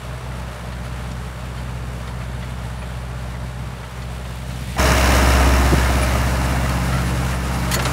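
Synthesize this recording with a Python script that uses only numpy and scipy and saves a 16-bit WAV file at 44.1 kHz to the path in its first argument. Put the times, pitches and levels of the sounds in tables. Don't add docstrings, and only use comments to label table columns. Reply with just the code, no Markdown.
import sys
import numpy as np
from scipy import signal
from scipy.io import wavfile

SR = 44100
rng = np.random.default_rng(int(sys.argv[2]) if len(sys.argv) > 2 else 0)


def unload_audio(sound):
    columns = np.transpose(np.atleast_2d(sound))
    steps = np.round(np.clip(columns, -1, 1) * 32767)
    wavfile.write(sys.argv[1], SR, steps.astype(np.int16))


def natural_amplitude(level_db):
    exponent = np.asarray(level_db, float) / 20
    return 10 ** exponent


N = 349272
CHANGE_S = 4.766


# t/s, firings per second
FIRING_RATE = [
    (0, 62.55),
    (2, 62.7),
    (3.4, 62.7),
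    (4.0, 63.0),
    (4.76, 63.1),
    (4.77, 64.95),
    (6, 64.85),
    (7.92, 64.7),
]


def engine_cycle():
    return np.cumsum(2 * np.pi * curve(FIRING_RATE, np.arange(N) / SR) / 4 / SR)


def exhaust(cycle, order_db, unsteady_db):
    lag = rng.uniform(0, 2 * np.pi, len(order_db))
    out = 0
    for k, db in enumerate(order_db, 1):
        phase = k * cycle - np.pi / 10 + (k % 4 > 0) * lag[k - 1]
        level_db = db + (k > 4) * unsteady_db * drift(3.24, len(cycle))
        out = out + np.sqrt(2) * natural_amplitude(level_db) * np.cos(phase)
    return out


# multiple of the engine cycle, level/dB
FAR_ORDERS = [(1, -46), (2, -35), (3, -24), (4, 4), (5, -23.5), (6, -56), (7, -5.5), (8, 1), (9, -26),
              (10, -19), (11, -7.5), (12, -12.5), (13, -23.5), (14, -16), (15, -20), (16, -30), (17, -22),
              (18, -42), (19, -35.5), (20, -23.5), (21, -35), (22, -59)]
FAR_EXHAUST_DB = -33.5


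def far_exhaust(cycle, t):
    order_db = np.array(FAR_ORDERS)[:, 1]
    return natural_amplitude(FAR_EXHAUST_DB + ducking_db(t)) * exhaust(cycle, order_db, unsteady_db=1.4)


# multiple of the engine cycle, level/dB
SIDE_ORDERS = [(1, -49), (2, -43), (3, -25), (4, 5.5), (5, -16), (6, -63), (7, -7), (8, -24.5), (9, -15),
               (10, -14), (11, -31.5), (12, -14.5), (13, -14), (14, -33), (15, -15), (16, -24), (17, -8.5),
               (18, -33), (19, -38), (20, -48), (21, -37.5), (22, -14)]
REAR_ORDERS = [(1, -46), (2, -39), (3, -23), (4, -0.5), (5, -18), (6, -23), (7, -10), (8, -0.5), (9, -24),
               (10, -22), (11, -5.5), (12, -18.5), (13, -14.5), (14, -20.5), (15, -53), (16, -16.5),
               (17, -22.5), (18, -17.5), (19, -19.5), (20, -27), (21, -65), (22, -28)]
NEAR_EXHAUST_DB, EXHAUST_FALL = -19, 0.7
STACK_ABEAM_S, STACK_CLOSEST_M = 5.45, 1.8
REAR_NOTE_CURVE = 1.4


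def near_exhaust(cycle, t):
    along, distance = passing(t, STACK_ABEAM_S, STACK_CLOSEST_M)
    behind = (np.abs(along) / distance) ** REAR_NOTE_CURVE
    order_db = [side + behind * (rear - side) for (_, side), (_, rear) in zip(SIDE_ORDERS, REAR_ORDERS)]
    loss_db, _, _ = engine_view(t)
    return natural_amplitude(NEAR_EXHAUST_DB - EXHAUST_FALL * loss_db) * exhaust(cycle, order_db, unsteady_db=1.7)


# f/Hz, width/Hz, lift level/dB
CASING = [(630.4, 28.6, 10.5), (1254, 32, 6), (2760, 39, 5), (4040, 375, 11.5), (5250, 140, 4),
          (5200, 1170, 5), (6700, 130, 4), (10000, 1100, 0.5)]
# f/Hz, level per Hz/dB
CLATTER_COLOUR = [(130, -35), (220, 0), (278, -6), (326, 1.5), (547, 0), (609, 0), (755, -1), (1880, -1),
                  (2210, -6), (2780, -8.5), (3210, -23.5), (4590, -19.5), (5580, -18), (15700, -18)]
NEAR_CLATTER_DB, CLATTER_SHADOW_DB = -17, 7.5


def near_clatter(cycle, t):
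    beat_db = knock(cycle, depth_db=1.5)
    clatter = grind(CLATTER_COLOUR, grains_per_s=1400, grain_db=-3.5, patchy_db=0.62, beat_db=beat_db)
    clatter += sum((natural_amplitude(db) - 1) * resonance(clatter, hz, width_hz) for hz, width_hz, db in CASING)
    whine = gear_whine(cycle)
    valve_gain = natural_amplitude(5.5 - 9.0 * (t - t[0]))
    ticks = valve_gain * valves(cycle)
    chassis = natural_amplitude(-10) * rumble(len(cycle), lumpy_db=-0.5)
    loss_db, end_on, gone_by = engine_view(t)
    level_db = NEAR_CLATTER_DB - loss_db - CLATTER_SHADOW_DB * end_on * gone_by
    return natural_amplitude(level_db) * (0.75 * clatter + whine + ticks + chassis)


def knock(cycle, depth_db):
    return depth_db * (np.cos(4 * cycle - 1.6) + 0.1 * np.cos(cycle - 2.4))


WHINE_ORDERS = [32, 44, 50, 56, 60, 64, 112, 168]
WHINE_DB = [-24, -20, -23, -18, -18, -18, -23, -29]


def gear_whine(cycle):
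    out = 0
    for k, db in zip(WHINE_ORDERS, WHINE_DB):
        out = out + natural_amplitude(db + 2.5 * drift(5.0, len(cycle))) * np.sin(k * cycle)
    return out


# f/Hz, level/dB, t60/s
VALVE_MODES = [(2940, -19, .016), (3950, -22, .014), (5220, -17, .02), (5480, -15, .02), (5750, -17, .018),
               (6430, -17, .024), (7060, -21, .016)]


def valves(cycle):
    firing = np.floor(cycle * 2 / np.pi)
    at = np.flatnonzero(np.diff(firing))
    out = 0
    for hz, db, t60 in VALVE_MODES:
        tick_db = db + 4 * (firing[at] % 4 == 0) + rng.normal(0, 4, len(at))
        clicks = np.zeros(len(cycle))
        clicks[at] = natural_amplitude(tick_db) * either_sign(len(at))
        out = out + ring(clicks, hz, t60)
    return out


PUFF_DB, PUFF_RISE_DB_PER_S, PUFF_LOW_HZ = -49, 15.0, 7000


def puffs(cycle):
    firing = np.floor(cycle * 2 / np.pi).astype(int)
    strength_db = rng.normal(0, 3.5, firing[-1] + 1)[firing] + knock(cycle, depth_db=6.0)
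    hiss = high_pass(rng.standard_normal(len(cycle)), PUFF_LOW_HZ)
    to_change = CHANGE_S - np.arange(len(cycle)) / SR
    level_db = PUFF_DB - PUFF_RISE_DB_PER_S * to_change
    return natural_amplitude(level_db) * rms_one(natural_amplitude(strength_db) * hiss) * (to_change > 0)


# f/Hz, level per Hz/dB
SOIL_COLOUR = [(130, -22), (220, -1), (314, -8), (404, -8), (450, 3.5), (703, -9), (919, 5.5), (1140, -10),
               (1270, -2.5), (2830, -13), (3210, -16), (10600, -21), (15700, -27)]
NEAR_SOIL_DB, SOIL_END_ON_DB = -32.5, 2.5
DISCS_ABEAM_S, DISCS_WIDTH_S, DISCS_LIFT_DB = 5.93, 0.29, 3
REAR_GANG_S, REAR_GANG_DB_PER_S = 7.5, 10.5


def near_soil(cycle, t):
    beat_db = knock(cycle, depth_db=0.1)
    soil = grind(SOIL_COLOUR, grains_per_s=1000, grain_db=-8.5, patchy_db=2.04, beat_db=beat_db)
    _, end_on, _ = engine_view(t)
    level_db = NEAR_SOIL_DB + SOIL_END_ON_DB * end_on
    level_db += DISCS_LIFT_DB * np.exp(-((t - DISCS_ABEAM_S) / DISCS_WIDTH_S) ** 2)
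    level_db += REAR_GANG_DB_PER_S * np.maximum(t - REAR_GANG_S, 0)
    return natural_amplitude(level_db) * soil


# t/s, peak level/dB, centre f/Hz, rattle length/s, ring level/dB
STONES = [(0.312, -37, 1190, .01, -18), (.395, -36, 7000, .006, -28), (0.722, -26, 2200, 0.018, -34),
          (1.114, -26.5, 3800, .008, -32), (1.572, -27.5, 2030, 0.017, -27), (2.075, -25, 2410, .01, -29),
          (2.21, -25.5, 1560, 0.027, -34), (2.426, -24, 1900, .013, -31), (2.818, -22.5, 1520, 0.016, -32),
          (3.342, -25.5, 1190, 0.017, -30), (3.83, -35, 1500, 0.013, -22), (4.017, -27, 2860, 0.017, -34),
          (4.251, -24, 1900, 0.012, -33), (4.505, -27, 2580, 0.0099, -30), (6.693, -23, 5740, 0.0062, -26),
          (6.928, -21, 1270, 0.058, -26), (7.714, -14, 3900, 0.026, -33), (7.737, -13, 2940, 0.006, -26),
          (7.7416, -10, 4680, 0.014, -26), (7.763, -8, 397, .018, -25.5), (7.792, -10.5, 1410, 0.017, -40),
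          (7.824, -22, 9000, 0.0079, -24), (7.852, -11, 2055, 0.014, -30), (7.86, -15, 400, 0.021, -27)]
# f/Hz, level/dB, t60/s
DISC_MODES = [(597, 1.5, 0.06), (1347, 4.5, 0.043), (1840, -12, 0.11), (1970, 2.5, 0.038), (3160, -6, 0.12),
              (4380, -4, 0.085), (6450, -11, 0.076), (6985, -8, 0.08)]
FAR_CRACK_TOP, NEAR_CRACK_TOP = 1.8, 3.4


def stones():
    size = 6000
    out = np.zeros(N + size)
    for s, db, hz, length, ring_db in STONES:
        fading = np.exp(-(np.arange(size) / (length * SR)) ** 2)
        uneven = rng.standard_normal(size) * natural_amplitude(2.75 * rng.standard_normal(size) - 8)
        clicks = natural_amplitude(db) * fading * uneven
        top_hz = hz * (FAR_CRACK_TOP if s < CHANGE_S else NEAR_CRACK_TOP)
        crack = band(clicks, hz / 5, min(top_hz, .45 * SR))
        hit = band(crack, hz / 8, min(1.4 * top_hz, .45 * SR))
        for spot_hz in np.clip(hz * 2 ** rng.uniform(-1.5, 1, 14), 300, 15000):
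            hit += natural_amplitude(rng.normal(-35, 2.5)) * ring(clicks * either_sign(size), spot_hz, .022)
        in_tune = np.abs(clicks) * np.cos(3 * np.pi * hz * np.arange(size) / SR) / np.sqrt(length * SR)
        hit += natural_amplitude(ring_db + 4) * ring(in_tune, 1.5 * hz, .045)
        for mode_hz, mode_db, t60 in DISC_MODES:
            level_db = mode_db + ring_db + 0.5 - 2.8 * np.log2(mode_hz / hz) ** 2
            hit += natural_amplitude(level_db) * ring(clicks * either_sign(size), mode_hz, t60)
        start = int(s * SR)
        out[start:start + size] += hit
    return out[:N]


RATTLES_PER_S, RATTLE_T60_S, RATTLE_SPREAD_DB = 80, .07, 3.0
FAR_RATTLE_DB, NEAR_RATTLE_DB, RATTLE_FADE_DB_PER_S = -52, -26.5, 5


def rattles():
    t = np.arange(N) / SR
    sizes = natural_amplitude(RATTLE_SPREAD_DB * np.minimum(rng.exponential(1, N), 4))
    knocks = sizes * (rng.random(N) < RATTLES_PER_S / SR)
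    pitches = 500 * 2 ** rng.uniform(0, 2.4, 24)
    part = rng.integers(0, 24, N)
    out = 0
    for k, hz in enumerate(pitches):
        out = out + natural_amplitude(-4.0 * np.log2(hz / 500)) * ring(knocks * (part == k), hz, RATTLE_T60_S)
    near_db = NEAR_RATTLE_DB - RATTLE_FADE_DB_PER_S * (t - CHANGE_S)
    return natural_amplitude(np.where(t < CHANGE_S, FAR_RATTLE_DB, near_db)) * rms_one(out)


# t/s, length/s, level/dB
SQUEAKS = [(0.838, .03, -55), (1.24, .05, -58), (2.22, .04, -59), (2.39, .02, -58), (2.48, .05, -59),
           (2.72, .08, -60), (2.785, 0.051, -50), (5.97, .05, -41), (6.008, .045, -35), (6.914, .065, -45),
           (7.038, .07, -48), (7.148, .04, -51), (7.21, .03, -43), (7.34, .03, -45), (7.43, .03, -47),
           (7.802, 0.092, -45)]
SQUEAK_HZ = 10345


def squeaks():
    loudness = np.sqrt(2) * natural_amplitude(3.0 * drift(40, N))
    hz = SQUEAK_HZ + 25 * drift(31, N)
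    note = loudness * np.sin(np.cumsum(2 * np.pi * hz / SR))
    out = np.zeros(N)
    for s, length, db in SQUEAKS:
        span, swell = bump(s, length)
        out[span] += natural_amplitude(db + 1.0) * np.sqrt(swell) * note[span]
    return out


# f/Hz, level per Hz/dB
FAR_COLOUR = [(150, -7), (260, -9.5), (336, -23.5), (413, -2), (458, -3), (603, -3.5), (668, -3),
              (1200, -3), (1400, -3.5), (3720, -18), (5920, -26), (8780, -25), (15700, -33)]
FAR_NOISE_DB, FAR_TREBLE_DB, RECEDE_DB_PER_S = -36, -32.5, 0.33
SWELL_S, SWELL_TREBLE_DB, SWELL_CURVE = 3.93, 8, 1.9


def far_machine(cycle, t):
    beat_db = knock(cycle, depth_db=1.35)
    noise = grind(FAR_COLOUR, grains_per_s=830, grain_db=-24, patchy_db=0.94, beat_db=beat_db)
    noise = noise + resonance(noise, 603, 45) + natural_amplitude(-6) * resonance(noise, 870, 32)
    bright = high_pass(noise, 2400)
    away_db = -RECEDE_DB_PER_S * t
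    swelled = np.maximum(t - SWELL_S, 0) / (CHANGE_S - SWELL_S)
    treble_db = FAR_TREBLE_DB + away_db + SWELL_TREBLE_DB * swelled ** SWELL_CURVE
    return natural_amplitude(FAR_NOISE_DB + away_db) * (noise - bright) + natural_amplitude(treble_db) * bright


# t/s, level/dB
WIND = [
    (0, -36.5),
    (.6, -37.5),
    (1.1, -38),
    (1.7, -37),
    (2.3, -38),
    (3.3, -45.5),
    (3.65, -34),
    (4.1, -45),
    (4.76, -33.5),
]
WIND_DUCK_SHARE = 0.68


def wind(t):
    level_db = curve(WIND, t) + WIND_DUCK_SHARE * ducking_db(t)
    return natural_amplitude(level_db) * rumble(len(t), lumpy_db=1.5)


# deepest t/s, depth level/dB, fall/s, recovery/s
DUCKS = [
    (0.0, 8, .03, 0.064),
    (.22, 7, 0.065, .035),
    (.55, 6, 0.055, 0.1),
    (1.34, 5, 0.029, 0.07),
    (3.53, 3.5, 0.037, 0.035),
    (3.76, 3.5, 0.09, 0.082),
    (3.9, 6, 0.088, 0.076),
    (4.44, 1.5, 0.15, .1),
]


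def ducking_db(t):
    return -sum(db * np.exp(-((t - s) / np.where(t < s, fall, recovery)) ** 2) for s, db, fall, recovery in DUCKS)


# t/s, length/s, level/dB, f/Hz
BUFFETS = [
    (5.714, .046, -11, 155),
    (5.772, .03, -20, 130),
]


def buffets():
    out = np.zeros(N)
    for s, length, db, hz in BUFFETS:
        span, swell = bump(s, length)
        push = np.sin(2 * np.pi * hz * np.arange(len(span)) / SR)
        flutter = band(rng.standard_normal(8000), 1.3 * hz, 2.8 * hz)[-len(span):]
        out[span] += natural_amplitude(db) * swell * (push + .65 * rms_one(flutter))
    return out


def rumble(size, lumpy_db):
    return natural_amplitude(lumpy_db * drift(9.8, size)) * rms_one(band(rng.standard_normal(size), 63, 199))


PORT_STEP_HZ, PORT_STEP_DB = 11776, -4.0


def grind(colour, grains_per_s, grain_db, patchy_db, beat_db):
    size = len(beat_db)
    sizes = natural_amplitude(5.9 * np.minimum(rng.exponential(1, size), 5))
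    grains = sizes * either_sign(size) * (rng.random(size) < grains_per_s / SR)
    source = rng.standard_normal((2, size)) + natural_amplitude(grain_db) * rms_one(grains)
    together = drift(12.0, size)
    edges = PORT_STEP_HZ * 2 ** (np.arange(-18, 3) / 3)
    hz_points, db_points = np.transpose(colour)
    out = 0
    for k, (low, high) in enumerate(zip(edges, edges[1:])):
        hz = np.sqrt(low * high)
        treble = np.clip(np.log2(hz / 200) / 6, 0, 1)
        level_db = np.interp(np.log(hz), np.log(hz_points), db_points) + PORT_STEP_DB * (hz > PORT_STEP_HZ)
        patches = treble * together + 0.45 * drift(5.6, size)
        out = out + natural_amplitude(level_db + patchy_db * patches + treble * beat_db) * band(source[k % 2], low, high)
    return rms_one(out)


SPEED_M_PER_S = 3.04


def passing(t, abeam_s, closest_m):
    along = SPEED_M_PER_S * (t - abeam_s)
    return along, np.hypot(along, closest_m)


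ABEAM_S, CLOSEST_M = 5.126, 3.7


def engine_view(t):
    along, distance = passing(t, ABEAM_S, CLOSEST_M)
    return 20 * np.log10(distance / CLOSEST_M), np.abs(along) / distance, along > 0


def ring(clicks, hz, t60):
    r, w = natural_amplitude(-60 / (t60 * SR)), 2 * np.pi * hz / SR
    return signal.lfilter([0, np.sin(w)], [1, -2 * r * np.cos(w), r * r], clicks + 1e-18)


def resonance(x, hz, width_hz):
    r = np.exp(-np.pi * width_hz / SR)
    poles = [1, -2 * r * np.cos(2 * np.pi * hz / SR), r * r]
    return signal.lfilter(np.array([1, 0, -1]) * (1 - r * r) / 2, poles, x)


def band(x, low_hz, high_hz):
    return signal.sosfilt(signal.butter(2, [low_hz, high_hz], "band", fs=SR, output="sos"), x)


def high_pass(x, hz):
    return signal.sosfilt(signal.butter(2, hz, "high", fs=SR, output="sos"), x)


def drift(rate, size):
    r = np.exp(-80 * np.pi * rate / SR)
    slow = signal.lfilter([1], [1, -2 * r, r * r], rng.standard_normal(size // 40 + 2002))[2000:]
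    return np.interp(np.arange(size) / 40, np.arange(len(slow)), rms_one(slow - slow.mean()))


def bump(s, length):
    size = max(int(length * SR), 8)
    span = np.arange(int(s * SR), min(int(s * SR) + size, N))
    return span, np.hanning(size)[:len(span)]


def either_sign(size):
    return rng.choice([-1, 1], size)


def rms_one(x):
    return x / np.sqrt(np.mean(x ** 2) + 1e-20)


def curve(rows, t):
    s, values = np.transpose(rows)
    return np.interp(t, s, values)


def far_view(cycle, t):
    return far_exhaust(cycle, t) + far_machine(cycle, t) + wind(t)


FADE_IN_S = .026


def near_view(cycle, t):
    fade_in = np.clip((t - t[0]) / FADE_IN_S, .36, 1) ** 1.7
    return fade_in * (near_exhaust(cycle, t) + near_clatter(cycle, t) + near_soil(cycle, t))


def scene():
    cycle, t = engine_cycle(), np.arange(N) / SR
    change = int(CHANGE_S * SR)
    far = far_view(cycle[:change], t[:change])
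    near = near_view(cycle[change:], t[change:])
    tractor = np.concatenate([far, near])
    return (tractor + puffs(cycle) + stones() + rattles() + squeaks() + buffets())[None]


def low_pass(x):
    return signal.sosfilt(signal.butter(12, 15890, fs=SR, output="sos"), x)


def record(dry):
    heard = high_pass(dry, 35)
    heard = 1.3 * np.tanh(heard / 1.3)
    heard = heard - .25 * resonance(heard, 13000, 2000)
    heard = signal.sosfilt(signal.ellip(12, .5, 70, 15715, fs=SR, output="sos"), heard)
    return low_pass(heard)


dry = scene()
out = record(dry)
unload_audio(out)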